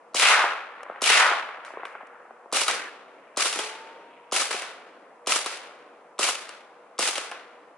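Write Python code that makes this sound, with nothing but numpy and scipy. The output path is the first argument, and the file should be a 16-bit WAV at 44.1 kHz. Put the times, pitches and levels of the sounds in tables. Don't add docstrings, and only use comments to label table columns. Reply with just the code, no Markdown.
import sys
import numpy as np
from scipy import signal
from scipy.io import wavfile
from scipy.ndimage import uniform_filter1d

SR = 44100
rng = np.random.default_rng(int(sys.argv[2]) if len(sys.argv) > 2 else 0)


def master(y):
    cut = np.clip(np.atleast_2d(y).T, -1, 1)
    pcm = np.round(cut * 32767)
    wavfile.write(sys.argv[1], SR, pcm.astype(np.int16))


def invert_db(x):
    u = np.asarray(x, float) / 20
    return 10 ** u


N = 342657
FAST_COUNT = 2


def evened(x):
    return x / np.sqrt(np.mean(x ** 2) + 1e-20)


def peaked(x):
    return x / abs(x).max()


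def panned(x, pan_db):
    return x * invert_db([[pan_db / 2], [-pan_db / 2]])


def read(points, hz):
    f, value = np.transpose(points)
    return np.interp(np.log(hz + 1), np.log(f + 1), value)


def add(mix, s, sound):
    part = mix[..., round(s * SR):][..., :sound.shape[-1]]
    part += sound[..., :part.shape[-1]]


def band(x, lo_hz, hi_hz, order=2):
    return signal.sosfilt(signal.butter(order, [lo_hz, hi_hz], "band", fs=SR, output="sos"), x)


def resonate(x, hz, width):
    turn = np.exp(2j * np.pi * np.cumsum(hz * np.ones(len(x))) / SR)
    r = np.exp(-np.pi * width / SR)
    smooth = signal.lfilter([1 - r], [1, -r], x / turn + 1e-18)
    return 2 * (turn * smooth).real


# frequency in Hz, side over mid in dB.
SIDE_OVER_MID = [(60, -26), (140, -25), (350, -19.5), (840, -9), (2020, -7.5), (4870, 0.7), (11700, 1.5)]


def spread(mid, side, gain_db, size):
    hz, t, z = signal.stft(np.array([mid, side]), SR, nperseg=size, noverlap=size * 3 // 4)
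    z = z * invert_db(gain_db(hz[:, None], t))
    z[1] *= invert_db(read(SIDE_OVER_MID, hz))[:, None]
    m, s = signal.istft(z, SR, nperseg=size, noverlap=size * 3 // 4)[1][:, :len(mid)]
    return np.array([m + s, m - s])


# frequency in Hz, density in dB per Hz.
AIR_COLOUR = [(65, -58.5), (110, -29.5), (221, -9.5), (388, -5.5), (617, 1), (858, -2), (1020, -1),
              (1940, -14.5), (2440, -18), (3820, -33.5), (10700, -37.5), (11300, -41.5), (14700, -72),
              (22000, -120)]
# frequency in Hz, width in Hz, level in dB.
MACHINE_HUMS = [(157, 3.9, -77), (484.3, 5, -60)]


def air():
    wash = spread(*rng.standard_normal((2, N)), lambda hz, t: read(AIR_COLOUR, hz) + 0 * t, size=2048)
    hums = sum(invert_db(db) * evened(resonate(rng.standard_normal(N), hz, width)) for hz, width, db in MACHINE_HUMS)
    return invert_db(-52.2) * evened(wash) + hums


def trees(size, per_s, uneven_db):
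    hit = rng.random((2, size)) < per_s / SR
    sign = rng.choice([-1., 1.], hit.shape)
    taps = hit * sign * invert_db(uneven_db * np.minimum(rng.exponential(1, hit.shape), 3.5))
    return taps / taps.std()


# frequency in Hz, density in dB per Hz.
NEAR_COLOUR = [(88, -62.5), (150, -33.5), (298, -12.5), (495, -1), (698, -2.5), (1040, -3.5), (1120, -4),
               (1270, 1.5), (1660, -4), (2340, -2), (3620, -6), (10500, -14.5), (11300, -14.5),
               (14700, -49.5), (22000, -120)]
NEAR_TREBLE_DB, NEAR_BASS_DB = -2.5, -12
# frequency in Hz, share of the treble change.
TREBLE_SHARE = [(1600, 0.0074), (2600, 0.32), (3600, 0.56), (5000, 0.91), (8000, 1.245), (11000, 1.28)]
# frequency in Hz, share of the bass change.
BASS_SHARE = [(120, 1.1), (300, 1.2), (480, 0.71), (900, 0.0046)]


def echoes(rows, lumps_db=1.3, hold=.022):
    s, level_db, treble_db, bass_db = np.transpose(rows)
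    t = np.arange(s[0], s[-1] + hold, 1 / SR)
    taps = trees(len(t), per_s=11000, uneven_db=2.6)
    middle_hz = np.linspace(600, 2800, 50)
    base_db = -10 * np.log10(np.mean(invert_db(read(NEAR_COLOUR, middle_hz)) ** 2) * 2200 / (SR / 2))

    def colour_db(hz, at):
        dull = read(TREBLE_SHARE, hz) * (np.interp(at + s[0], s, treble_db) - NEAR_TREBLE_DB)
        full = read(BASS_SHARE, hz) * (np.interp(at + s[0], s, bass_db) - NEAR_BASS_DB)
        return base_db + read(NEAR_COLOUR, hz) + dull + full

    smooth = uniform_filter1d(uniform_filter1d(rng.standard_normal(len(t)), 180), 180)
    lumps = evened(smooth)
    edges = np.clip(np.minimum((t - s[0]) / 0.0022, (t[-1] - t) / .006), 0, 1)
    level = invert_db(np.interp(t, s, level_db) + lumps_db * lumps)
    return s[0], spread(*taps, colour_db, size=256) * level * edges


def distance_rows(start, after, level_db, treble, bass):
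    bright_db, loss_db, bright_s, dull_s = treble
    first_db, thin_db, thin_s, return_db = bass
    treble_db = bright_db - loss_db * (1 - np.exp(-np.maximum(after - bright_s, 0) / dull_s))
    bass_db = np.interp(after, [0, thin_s], [first_db, thin_db]) + return_db * np.maximum(after - thin_s, 0)
    return np.transpose([start + after, level_db, treble_db, bass_db])


# seconds after the shot, level in dB.
FAST_ANSWER = [(.007, -33.5), (.09, -21), (.16, -16), (.28, -21.5), (.57, -40.5), (.7, -43), (.83, -40),
               (1.0, -44), (1.5, -56)]
# seconds after the shot, level in dB.
SLOW_ANSWER = [(.007, -28.5), (0.014, -34.5), (0.04, -27), (.07, -30), (.095, -28.5), (0.126, -34.5),
               (.3, -47), (.5, -62.5), (.85, -68.5)]


def woods(start, strength_db, fast):
    if fast:
        curve, treble, bass = FAST_ANSWER, (2.6, 75, .02, 0.92), (-5.5, -26.5, 0.08, 10.5)
    else:
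        curve, treble, bass = SLOW_ANSWER, (1, 28, .12, .42), (-4.5, -17, 0.06, 25.5)
    s, level_db = np.transpose(curve)
    after = np.arange(s[0], s[-1], .005)
    return echoes(distance_rows(start, after, strength_db + np.interp(after, s, level_db), treble, bass))


def crack_echoes(rows, sharpness=1.1):
    s, level_db, hz = np.transpose(rows)
    t = np.arange(s[0], s[-1], 1 / SR)
    centre = np.interp(t, s, hz)
    taps = trees(len(t), per_s=900, uneven_db=3.5)
    colour_db = lambda f, at: -sharpness * 14 * np.log2((f + 30) / np.interp(at + s[0], s, hz)) ** 2
    sound = spread(*taps, colour_db, size=256) / np.sqrt(centre)
    return s[0], evened(sound) * invert_db(np.interp(t, s, level_db)) * signal.windows.tukey(len(t), .04)


# seconds after the shot, level in dB, centre in Hz.
CRACK_RETURNS = [(.016, -30.5, 2900), (0.053, -24.5, 2750), (.094, -19, 2350), (.154, -19, 1950),
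                 (.225, -21, 1480), (.3, -24.5, 1150), (.405, -38, 1057), (.57, -55, 1000)]


def sonic_return(start, strength_db):
    return crack_echoes(np.array(CRACK_RETURNS) + [start, strength_db, 0])


# middle in seconds, length in seconds, level in dB, centre in Hz.
HILLSIDE_RETURNS = [(1.86, .45, -49, 1900), (2.8, .2, -37, 1700), (3.259, 0.29, -58, 1970),
                    (4.149, .45, -58, 2300), (5.12, 0.28, -62, 1600)]


def hillside(mix):
    for middle, length, level_db, hz in HILLSIDE_RETURNS:
        first = (middle - length / 2, level_db - 7.5, hz)
        last = (middle + length / 2, level_db - 7, hz)
        add(mix, *crack_echoes([first, (middle, level_db, hz), last], sharpness=2.2))


def slap(peak_db, hz, pan_db=0.8, t60_ms=21):
    t = np.arange(round(.06 * SR)) / SR
    u = (t - .0015) * hz * 6.4
    swing = band(-u * np.exp(-u ** 2 / 2), hz / 2.5, hz * 2.4)
    fall = invert_db(-60 * t / (np.clip(t60_ms, 4, 90) / 1000)) * np.minimum(t / 0.0024, 1)
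    smear = band(rng.standard_normal(len(t)) * fall, hz / 2, hz * 1.5, order=3)
    return panned(invert_db(peak_db) * peaked(peaked(swing) + 0.55 * peaked(smear)), pan_db)


# seconds after the shot, peak in dB, pitch in Hz.
BANKS = [(.209, -13, 1316), (.244, -9.5, 1160), (.295, -9, 920), (.316, -14, 1020), (.661, -26, 1240),
         (.686, -26, 905), (.718, -26, 810), (0.7532, -19, 700), (.777, -28, 900), (.814, -27, 1000),
         (.933, -22, 1000), (.99, -27, 942), (1.011, -32, 562), (1.289, -29, 714), (1.44, -33, 627)]


def bank_slaps(mix, start, strength_db):
    for after, db, hz in BANKS:
        add(mix, start + after, slap(db + strength_db, hz))


# start in seconds, peak in dB, pitch in Hz.
FURTHER_SLAPS = [(0.8315, -33, 1900), (0.899, -23, 900), (0.952, -32, 955), (1.648, -25.5, 1900),
                 (1.832, -22, 950), (1.852, -20, 1680), (3.571, -25, 560), (3.589, -23, 520),
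                 (4.508, -25, 700), (4.543, -22, 600), (4.622, -24.5, 1400), (5.535, -28, 1400),
                 (6.492, -28, 1300), (7.18, -22.5, 1000), (7.314, -24.5, 1300), (7.32, -24, 900)]


def further_slaps(mix):
    for s, db, hz in FURTHER_SLAPS:
        add(mix, s, slap(db, hz))


# start in seconds, level in dB, fade in dB per second, treble over level in dB.
STRIKE_ROWS = [(1.651, -52, 170, -3), (1.855, -54, 170, -5), (2.676, -24.5, 98.5, -6),
               (3.525, -35, 70, 0.5), (3.588, -33.5, 67.5, -4), (4.505, -31, 78, -3),
               (4.618, -36.5, 111, -9.5), (5.458, -33.5, 76, -3.5), (6.351, -46, 70, -8),
               (6.49, -45, 78, -10.5), (7.154, -33.5, 76, -4), (7.312, -37.5, 115.5, -17)]


def strike_echoes(mix):
    rise_s, length_s, ease = .008, .62, .5
    after = np.arange(0, length_s, .004)
    for start, level_db, fade_db, treble_db in STRIKE_ROWS:
        rise_db = -12 * np.maximum(1 - after / rise_s, 0)
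        fall_db = fade_db * after * (1 - ease * after / length_s) + 12 * (after / length_s) ** 6
        treble, bass = (-0.5, 25, 0.09, .27), (-13.5, -21, -0.1, 38)
        rows = distance_rows(start, after, level_db + rise_db - fall_db, treble, bass)
        add(mix, *echoes(rows + [0, 0, treble_db, 0]))


# start in seconds, length in seconds, first pitch in Hz, rise in Hz per second, level in dB.
TUMBLERS = [
    (3.585, .72, 850, 190, -43),
    (4.545, .1, 705, 600, -46),
]
# half-rate tone in dB, fade in dB per second.
TUMBLER_VOICES = [
    (-3, 22),
    (-14, 40),
]


def whine(start, length, hz, rise, level_db, half_db, fade_db, wobble=.004, bend=.25):
    t = np.arange(0, length, 1 / SR)
    drift = evened(uniform_filter1d(rng.standard_normal(len(t)), 600))
    puffs = np.cumsum((hz + rise * t * (1 - bend * t)) * (1 + wobble * drift)) / SR
    half = invert_db(half_db - 14 * t + 4 * np.cos(2 * np.pi * 1.8 * t)) * np.sin(np.pi * puffs)
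    tone = np.sqrt(2) * (np.sin(2 * np.pi * puffs) + half)
    return start, tone * invert_db(level_db - fade_db * t) * signal.windows.tukey(len(t), .08)


# frequency in Hz, width in Hz, level in dB.
STEEL_MODES = [(1270, 100, -0.5), (2340, 70, -4), (2873, 100, 3), (3750, 130, -10.5), (4900, 150, -17)]


def knock(peak_db, bass_db, pan_db, t60_ms, ring_hz, ring_db=-7, steel_db=-5):
    t = np.arange(round(.06 * SR)) / SR
    fall = invert_db(-60 * t / (np.clip(t60_ms, 4, 90) / 1000)) * np.minimum(t / 0.00032, 1)
    rattle, thud = rng.standard_normal((2, len(t))) * fall
    steel = sum(invert_db(db) * resonate(rattle, hz, width) for hz, width, db in STEEL_MODES)
    ring = resonate(resonate(rattle, ring_hz, 550), ring_hz, 550)
    bright = peaked(band(rattle, 1400, 11000)) + invert_db(steel_db) * peaked(steel) + invert_db(ring_db) * peaked(ring)
    dull = invert_db(bass_db + 5) * peaked(band(thud, 320, 1200, order=3))
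    return panned(invert_db(peak_db) * (peaked(bright) + dull), pan_db)


# start in seconds, peak in dB, bass over treble in
# dB, ring in Hz.
LOOSE_KNOCKS = [(0.1558, -18.5, -17, 2140), (0.8307, -36.5, -16, 2200), (1.0598, -8, -24, 2680),
                (1.197, -14.5, -20, 1410), (1.6492, -37.5, -19, 2190), (1.8525, -37.5, -5, 2810),
                (2.069, -49, -7.5, 2500), (2.6808, -9.5, -19.5, 1250), (2.6992, -14, -13, 1380),
                (2.711, -12.5, -26, 2070), (2.7794, -32, -17, 2060), (3.4107, -21, -14, 2430),
                (3.5268, -16.5, -21, 2870), (3.5578, -17, -13, 2610), (3.5892, -13.5, -11.5, 3220),
                (4.5071, -18.5, -12.5, 1280), (4.6201, -22, -9.5, 1170), (5.4599, -15, -13, 1270),
                (5.571, -27, -17, 2300), (6.353, -18, -19, 2670), (6.4915, -27.5, -13, 1230),
                (7.0872, -16.5, -17, 4100), (7.155, -14.5, -28, 3260), (7.1792, -14, -14, 3000),
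                (7.3139, -28, -14, 2600), (1.17, -9, -22, 1800), (1.1195, -9, -18, 2500),
                (4.3955, -16, -20, 2400)]


def loose_knocks(mix):
    for s, db, bass_db, hz in LOOSE_KNOCKS:
        add(mix, s, knock(db, bass_db, pan_db=1, t60_ms=20.7, ring_hz=hz))


# peak in dB,
# bass over treble in dB, left over right in dB, 60 dB decay in ms, ring in Hz.
SLOW_BLOWS = [
    (-15, -17.5, 2.5, 19, 1200),
    (-10, -18.5, 0.5, 20, 2700),
    (-11.5, -18, -2, 24, 1260),
]
FAST_BLOWS = [
    (-11, -27.5, 8.3, 13, 3100),
    (-8, -24.5, 3, 19, 2500),
    (-6.5, -13.5, 3.3, 28, 2000),
]
# unlock, rear and shut, all in seconds.
BOLT_TIMES = [(0.168, 0.1968, 0.2274), (1.04, 1.0754, 1.1001), (2.5452, 2.5696, 2.6150),
              (3.3974, 3.4194, 3.4567), (4.3394, 4.363, 4.417), (5.294, 5.3207, 5.3589),
              (6.2087, 6.2307, 6.2874), (7.0068, 7.0267, 7.0743)]
BOLT_STRENGTH = [-1, 1.5, -1, -1.4, -0.5, 1.3, -1.3, -1.5]


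def bolt(mix):
    for k, (times, strength_db) in enumerate(zip(BOLT_TIMES, BOLT_STRENGTH)):
        blows = FAST_BLOWS if k < FAST_COUNT else SLOW_BLOWS
        for s, (db, *colour) in zip(times, blows):
            add(mix, s, knock(db + strength_db, *colour))


def shot(pop_db, crack_db, tick_db, lead=0.0075):
    t = np.arange(round(0.033 * SR)) / SR
    tick = invert_db(tick_db - 60 * t / .012) * evened(band(rng.standard_normal(len(t)), 1200, 5000))
    u = np.maximum(t - lead, 0)
    ring = np.sin(2 * np.pi * 1150 * u) * np.minimum(u / 0.0016, 1) * np.clip((.0042 - u) / 0.0032, 0, 1)
    v = u - .0031
    crack_noise = evened(band(rng.standard_normal(len(t)), 2400, 12000))
    crack = (v > 0) * invert_db(crack_db - 60 * v / 0.023) * crack_noise * 0.28
    spike = invert_db(crack_db - 2.5) * np.cos(2 * np.pi * 6500 * v) * np.exp(-(v / 0.00012) ** 2)
    w = (u - .0054) / 0.0004
    puff = -1.1 * (1 - w ** 2) * np.exp(-w ** 2 / 2)
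    gas_noise = evened(band(rng.standard_normal(len(t)), 1800, 11000))
    hiss = (u > 0) * invert_db(crack_db - 18.5 - 60 * u / .03) * gas_noise
    return hiss + spike + tick * 0.72 + invert_db(pop_db) * (ring + puff) + crack


# start in seconds, pop in dB, crack in dB, hammer tick in dB, echo strength in dB.
RIFLE_SHOTS = [
    (0.1442, -19.5, -12, -47, -0.5),
    (1.018, -17, -9.5, -34.5, -0.33),
    (2.525, -17.5, -8.5, -36, 0.5),
    (3.3706, -18, -8, -34, 0),
    (4.3216, -16.5, -10, -32, 0.3),
    (5.27, -18, -8, -32, 0.05),
    (6.19, -16, -8.5, -36, 0.4),
    (6.9888, -16, -6.5, -30.5, -1),
]


def scene():
    mix = air()
    for k, (s, *levels, echo_db) in enumerate(RIFLE_SHOTS):
        fast = k < FAST_COUNT
        add(mix, s - .0078, shot(*levels))
        add(mix, *woods(s, echo_db, fast))
        if fast:
            add(mix, *sonic_return(s, echo_db))
            bank_slaps(mix, s, echo_db)
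    strike_echoes(mix)
    hillside(mix)
    bolt(mix)
    loose_knocks(mix)
    further_slaps(mix)
    for row, voice in zip(TUMBLERS, TUMBLER_VOICES):
        add(mix, *whine(*row, *voice))
    return mix


def top_cut(x):
    return signal.sosfilt(signal.butter(12, 12320, fs=SR, output="sos"), x)


def record(dry):
    cut = signal.sosfilt(signal.butter(3, 150, "high", fs=SR, output="sos"), dry)
    ports = np.array([cut[0], np.roll(cut[1], 1)]) * invert_db([[.45], [-.45]])
    ports = 0.75 * np.tanh(ports / 0.86)
    ports = signal.sosfilt(signal.butter(2, 170, "high", fs=SR, output="sos"), ports)
    level_db = 10 * np.log10(abs(uniform_filter1d((ports ** 2).mean(0), 40)) + 1e-9)
    fall = np.arange(N) * 30.0 / SR
    held = invert_db(np.maximum.accumulate(level_db + fall) - fall)
    steps = np.maximum(np.diff(held, prepend=held[0]), 0)
    jolt = band(np.cumsum(steps), 40, 150) * invert_db(-35)
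    rumble = invert_db(-96.5) * evened(band(rng.standard_normal(N), 18, 110))
    edge = signal.firwin(255, 11070, window=("kaiser", 5), fs=SR)
    limited = signal.oaconvolve(ports + jolt + rumble, edge[None], "same")
    return top_cut(limited)


dry = scene()
out = record(dry)
master(out)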